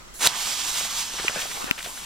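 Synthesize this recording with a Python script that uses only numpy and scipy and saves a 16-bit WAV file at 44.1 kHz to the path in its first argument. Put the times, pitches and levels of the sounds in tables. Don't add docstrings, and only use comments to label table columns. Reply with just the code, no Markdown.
import sys
import numpy as np
from scipy import signal
from scipy.fft import rfft, irfft, next_fast_len
from scipy.io import wavfile
from scipy.ndimage import uniform_filter1d, map_coordinates

SR = 44100
rng = np.random.default_rng(int(sys.argv[2]) if len(sys.argv) > 2 else 0)


def dump_mix(stems):
    frames = np.atleast_2d(stems).T
    limited = np.clip(frames, -1, 1)
    pcm = np.round(limited * 32767).astype(np.int16)
    wavfile.write(sys.argv[1], SR, pcm)


N = 90404
POP_S = .2721
# frequency in Hz, left-right correlation.
JET_CORRELATION = [(300, 0.75), (1000, 0.88), (2000, 0.65), (4000, 0.84), (8000, 1), (15000, 0.7)]


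def amp(db):
    return 10 ** (np.asarray(db) / 20)


def unit(x):
    return x / np.sqrt(np.mean(x ** 2) + 1e-20)


def clock():
    return np.arange(N) / SR


def along(points, hz):
    knots_hz, values = np.transpose(points)
    return np.interp(np.log(hz + 1), np.log(knots_hz + 1), values)


def curves(rows):
    times, *columns = np.transpose(rows)
    return [np.interp(clock(), times, column) for column in columns]


def wobble(rate):
    return map_coordinates(rng.standard_normal(1024), [clock() * rate], mode="mirror")


def filtered(x, response):
    size = next_fast_len(N + SR // 2)
    return irfft(rfft(x, size) * response(np.fft.rfftfreq(size, 1 / SR)), size)[..., :N]


def stereo(pair, spectrum, correlation):
    angle = lambda hz: np.arccos(np.clip(along(correlation, hz), -1, 1)) / 2
    response = lambda hz: amp(along(spectrum, hz)) * [np.cos(angle(hz)), np.sin(angle(hz))]
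    mid, side = filtered(pair, response)
    return unit(np.array([mid + side, mid - side]))


def rush(spectrum, correlation, patchy_db=0):
    bins = signal.stft(rng.standard_normal((2, N)), nperseg=512)[2]
    patches = uniform_filter1d(rng.standard_normal(bins.shape[1:]), size=5, axis=0)
    patches = uniform_filter1d(patches, size=14, axis=1)
    noise = signal.istft(bins * amp(patchy_db * unit(patches)), nperseg=512)[1][:, :N]
    return stereo(noise, spectrum, correlation)


def grains(per_s, scatter_db):
    size = amp(scatter_db * np.clip(rng.standard_normal(N), -2, 2))
    return (rng.random(N) < per_s / SR) * size * rng.choice([-1, 1], (2, N))


def gate(start, width):
    return .5 + .5 * np.tanh((clock() - start) / width)


def decay(start, t60):
    age = clock() - start
    return (age > 0) * np.exp(-np.log(1000) * np.abs(age) / t60)


def ring(start, hz, t60, attack):
    age = np.maximum(clock() - start, 0)
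    return np.sin(2 * np.pi * hz * age) * decay(start, t60) * (1 - np.exp(-age / attack))


def night(air_db=-48, rumble_db=-52, whine_db=-64, whine_hz=7680):
    # frequency in Hz, relative density in dB.
    air_spectrum = [(20, -18.5), (50, -7.5), (90, -18), (180, -12.5), (400, -20), (1000, -21.5),
                    (2000, -23.5), (3500, -25.5), (7000, -25), (15000, -43)]
    rumble_spectrum = [(15, 3), (48, 1.5), (70, -25.5), (130, -31), (400, -34)]
    # frequency in Hz, left-right correlation.
    air_correlation = [(50, 0.5), (250, 0.27), (800, -0.27), (2500, -0.7), (6000, -0.27)]
    air = amp(air_db) * rush(air_spectrum, air_correlation)
    rumble = amp(rumble_db + 0.67 * wobble(15.1)) * rush(rumble_spectrum, [(50, 0.6)])
    whine = amp(whine_db) * np.sqrt(2) * np.sin(2 * np.pi * whine_hz * clock())
    return air + rumble + whine


def camera_knocks(left_lag_s=.00014, rise_s=.0003):
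    # start in seconds, left gain in dB, relative gains of thump and tick in dB,
    # left minus right in dB.
    knocks = [(1.281, -8, -30, -26, -5.5), (1.283, -5.5, -31, -17, 14), (1.6427, -21, 5, -7, 4),
              (1.7112, 0, -6, -13.5, 4.5)]
    # frequency in Hz, relative level in dB, T60 in seconds.
    modes = [(900, -20, .006), (1400, -13, .007), (1950, -5, .007), (2550, 1, .007), (3050, -5, .008)]
    out = np.zeros((2, N))
    tick_noise = rush([(100, 2), (4000, 0), (15000, -10)], [(2000, 0)])
    for start, db, thump_db, tick_db, pan_db in knocks:
        arrivals = np.array([[start + left_lag_s], [start]])
        body = sum((-1) ** k * amp(mode_db) * ring(arrivals, hz, t60, rise_s)
                   for k, (hz, mode_db, t60) in enumerate(modes))
        thump = amp(thump_db) * ring(start, hz=260, t60=0.018, attack=rise_s) * np.array([[1], [-1]])
        tick = amp(tick_db) * decay(start, t60=0.0093) * tick_noise
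        out += amp([[db], [db - pan_db]]) * (body + thump + tick)
    return out


def footsteps(rustle_q=1.84):
    # start in seconds, gain in dB, frequency in Hz, T60 in seconds, tick re thud in dB.
    footfalls = [(1.141, -28.5, 420, 0.014, -12), (1.198, -25.5, 400, 0.017, -9),
                 (1.2425, -20, 850, 0.011, -9), (1.248, -16.5, 395, 0.015, -19), (1.297, -22, 600, 0.01, 7),
                 (1.3608, -14.5, 650, 0.0097, -3), (1.364, -34.5, 178, 0.065, -13),
                 (1.3708, -25, 517, 0.034, 6), (1.385, -26, 480, .009, -3), (1.4557, -22, 680, .014, -12),
                 (1.666, -31, 230, .02, -12), (1.68, -26, 554, 0.012, -10), (1.861, -30, 710, 0.038, 10),
                 (1.873, -23.5, 480, 0.007, -4.5)]
    # start in seconds, level in dB, length in seconds, centre in Hz.
    rustles = [(1.186, -32, 0.021, 1760), (1.355, -35.5, 0.032, 1510), (1.416, -29.5, 0.0089, 3040),
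               (1.512, -34.5, 0.0099, 2030), (1.606, -40, 0.0062, 950), (1.686, -38.5, 0.035, 1340),
               (1.779, -30, .005, 2300), (1.787, -29.5, 0.0089, 2630), (1.804, -35.5, 0.0086, 2030),
               (1.8275, -32.5, 0.0033, 3300), (1.843, -33.5, 0.026, 2970), (1.971, -39.5, 0.0087, 1680)]
    # time in seconds, level in dB.
    shuffle_levels = [(0, -51.5), (1.05, -55), (1.2, -45), (1.38, -34.5), (1.55, -38), (1.69, -39.5),
                      (1.74, -42.5), (2.05, -45.5)]
    # frequency in Hz, relative density in dB.
    shuffle_spectrum = [(60, -11), (170, -4), (500, -0.5), (1300, 2), (2800, -3), (5000, -9), (15000, -48)]
    out = np.zeros((2, N))
    for start, db, hz, t60, tick_db in footfalls:
        thud = ring(start, hz, t60, attack=0.00055)
        tick = amp(tick_db) * ring(start, hz=1540, t60=0.0044, attack=.0001)
        out += amp(db) * (thud + tick)
    blades = stereo(grains(6000, scatter_db=1.9), [(100, 11), (5000, -6.5), (12000, -8)], [(2000, 0.83)])
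    for start, db, length, hz in rustles:
        band_pass = lambda f: 1j * f * hz / (rustle_q * (hz * hz - f * f) + 1j * f * hz)
        envelope = gate(start, 0.00052) * (1 - gate(start + length, length / 2))
        out += amp(db) * envelope * unit(filtered(blades, band_pass))
    shuffle_db = curves(shuffle_levels)[0] + 2 * wobble(60)
    shuffle = rush(shuffle_spectrum, [(200, -0.47), (1000, 0.031), (4000, 0.51)], patchy_db=3.5)
    return out + amp(shuffle_db) * shuffle


def spits():
    # start in seconds, level in dB.
    puffs = [(.471, -27), (.758, -26.5), (0.8107, -27.5)]
    # frequency in Hz, relative density in dB.
    spectrum = [(150, -14), (600, -2), (1500, -3), (3000, -7), (10000, -35)]
    envelope = sum(amp(db) * decay(start, t60=0.013) for start, db in puffs)
    return envelope * rush(spectrum, JET_CORRELATION)


def with_reflections(x, echo_db=-17, t60=0.18):
    delay = np.arange(SR // 25) / SR
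    taps = rng.standard_normal((2, len(delay))) * (rng.random(len(delay)) < .012) * (delay > .001)
    taps *= np.exp(-np.log(1000) * delay / t60)
    taps /= np.linalg.norm(taps, axis=1, keepdims=True)
    return x + amp(echo_db) * signal.fftconvolve(x, taps, axes=1)[:, :N]


def ignition(gas_start_s=0.14, gas_db=-41.5, pop_db=4, crack_db=1):
    # frequency in Hz, relative density in dB.
    gas_spectrum = [(1000, -6.5), (3000, -12), (4800, -8), (5800, -5), (7500, 0.5), (9000, -10), (10800, 0),
                    (13000, -9), (15500, -9)]
    flare_spectrum = [(100, -14), (400, -6), (900, 3), (2000, 0.5), (3200, 4.5), (4900, 0), (6300, 2.5),
                      (8200, 0.5), (11000, -5.5), (15500, -7.5)]
    # time in seconds, level in dB.
    flare_levels = [(.18, -70), (.194, -37.5), (.204, -35), (.21, -26), (.225, -21.5), (.25, -16.5),
                    (.27, -14.5)]
    # frequency in Hz, relative level in dB, T60 in seconds.
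    pop_modes = [(230, -21, .012), (1500, -7, .004), (3900, 6, .005), (8300, 3, .003), (12500, -8, .003)]
    gas_envelope = amp(gas_db) * gate(gas_start_s, 0.0018) * (1 - gate(POP_S, .01))
    gas = gas_envelope * rush(gas_spectrum, [(5000, 0.54)], patchy_db=-2.5)
    swell = amp(curves(flare_levels)[0]) * (1 - gate(POP_S + 0.0049, 0.0012))
    flare = swell * rush(flare_spectrum, [(5000, 0.89), (12000, 1.0)], patchy_db=1.5)
    pop = sum(amp(pop_db + db) * ring(POP_S, hz, t60, attack=.0005) for hz, db, t60 in pop_modes)
    crack_noise = rush([(100, -21), (4000, 4), (15000, 2.5)], [(5000, 0.86)])
    crack = amp(crack_db) * decay(POP_S, t60=0.0049) * crack_noise
    return (gas + flare) * amp([[-1.5], [1.5]]) + pop + crack


def fuse(spark_db=-12.5, treble_hz=8260, roar_hz=2040, flutter_db=1.07):
    # time in seconds, gain in dB, left minus right in dB,
    # treble shelf in dB, low roar shelf in dB.
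    burn = [(.27, -21.5, -3, -8, -1), (.328, -28, -4.5, -4, 8.5), (.41, -25.5, -3.5, -0.5, 0),
            (.53, -27.5, -4.5, -3.5, 1), (.6, -26, -4.5, -5, -2.5), (.69, -29, -4, 1, 1),
            (.78, -25.5, -2.5, -1.5, -2), (.89, -30.5, -3, -2.5, 2.5), (.99, -26.5, -2.5, -2, -3),
            (1.085, -33.5, -2.5, -3, 2.5), (1.27, -28.5, -1, -5.5, 0), (1.335, -30.5, -1, -5, 4.5),
            (1.41, -31.5, -0.5, 0.5, -0.5), (1.6, -36.5, -2.5, 2, -1), (1.75, -37, 0.5, -1, 0.5),
            (1.86, -40, 0, 6, 0.5), (1.98, -40.5, 0, 4.5, 2.5), (2.05, -35.5, 0.5, -2, 0)]
    # frequency in Hz, relative density in dB.
    spectrum = [(150, -13), (500, -14), (850, -2), (1100, -1.5), (1500, -5), (2300, -2), (3300, 1.5),
                (4300, -0.5), (6300, 1.5), (8000, -0.5), (10000, -6), (12500, -6.5), (15500, -13)]
    # frequency in Hz, phase lead of the left microphone in radians.
    phase_lead = [(500, 0.5), (4000, 0.2), (6500, -1.4), (9000, -1), (12000, -1.5), (15000, -2.5)]
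    level_db, pan_db, treble_db, roar_db = curves(burn)
    sparks = stereo(grains(per_s=1500, scatter_db=0.5), spectrum, JET_CORRELATION)
    jet = rush(spectrum, JET_CORRELATION, patchy_db=1.0) + amp(spark_db) * sparks
    below = lambda edge: filtered(jet, lambda hz: 1 / (1 + (hz / edge) ** 6))
    treble, roar = jet - below(treble_hz), below(roar_hz)
    jet = jet + (amp(treble_db) - 1) * treble + (amp(roar_db) - 1) * roar
    sides = np.array([[.5], [-.5]])
    envelope = gate(POP_S, 0.0032) * amp(level_db + sides * pan_db + flutter_db * wobble(45))
    fire = with_reflections(jet * envelope) + ignition()
    return filtered(fire, lambda hz: np.exp(1j * sides * along(phase_lead, hz)))


def scene():
    return fuse() + spits() + footsteps() + camera_knocks() + night()


def record(dry, limit_db=-0.5, recovery_db_per_s=27, attack_s=0.0012, top_hz=15800):
    peak_db = 20 * np.log10(np.abs(dry).max(axis=0) + 1e-9)
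    over_db = np.maximum(peak_db - limit_db, 0)
    recovery_db = recovery_db_per_s * clock()
    duck_db = np.maximum.accumulate(over_db + recovery_db) - recovery_db
    pole = np.exp(-1 / (attack_s * SR))
    limited = dry * amp(-signal.lfilter([1 - pole], [1, -pole], duck_db))
    return filtered(np.clip(limited, -1, 1), lambda hz: hz < top_hz)


dry = scene()
out = record(dry)
dump_mix(out)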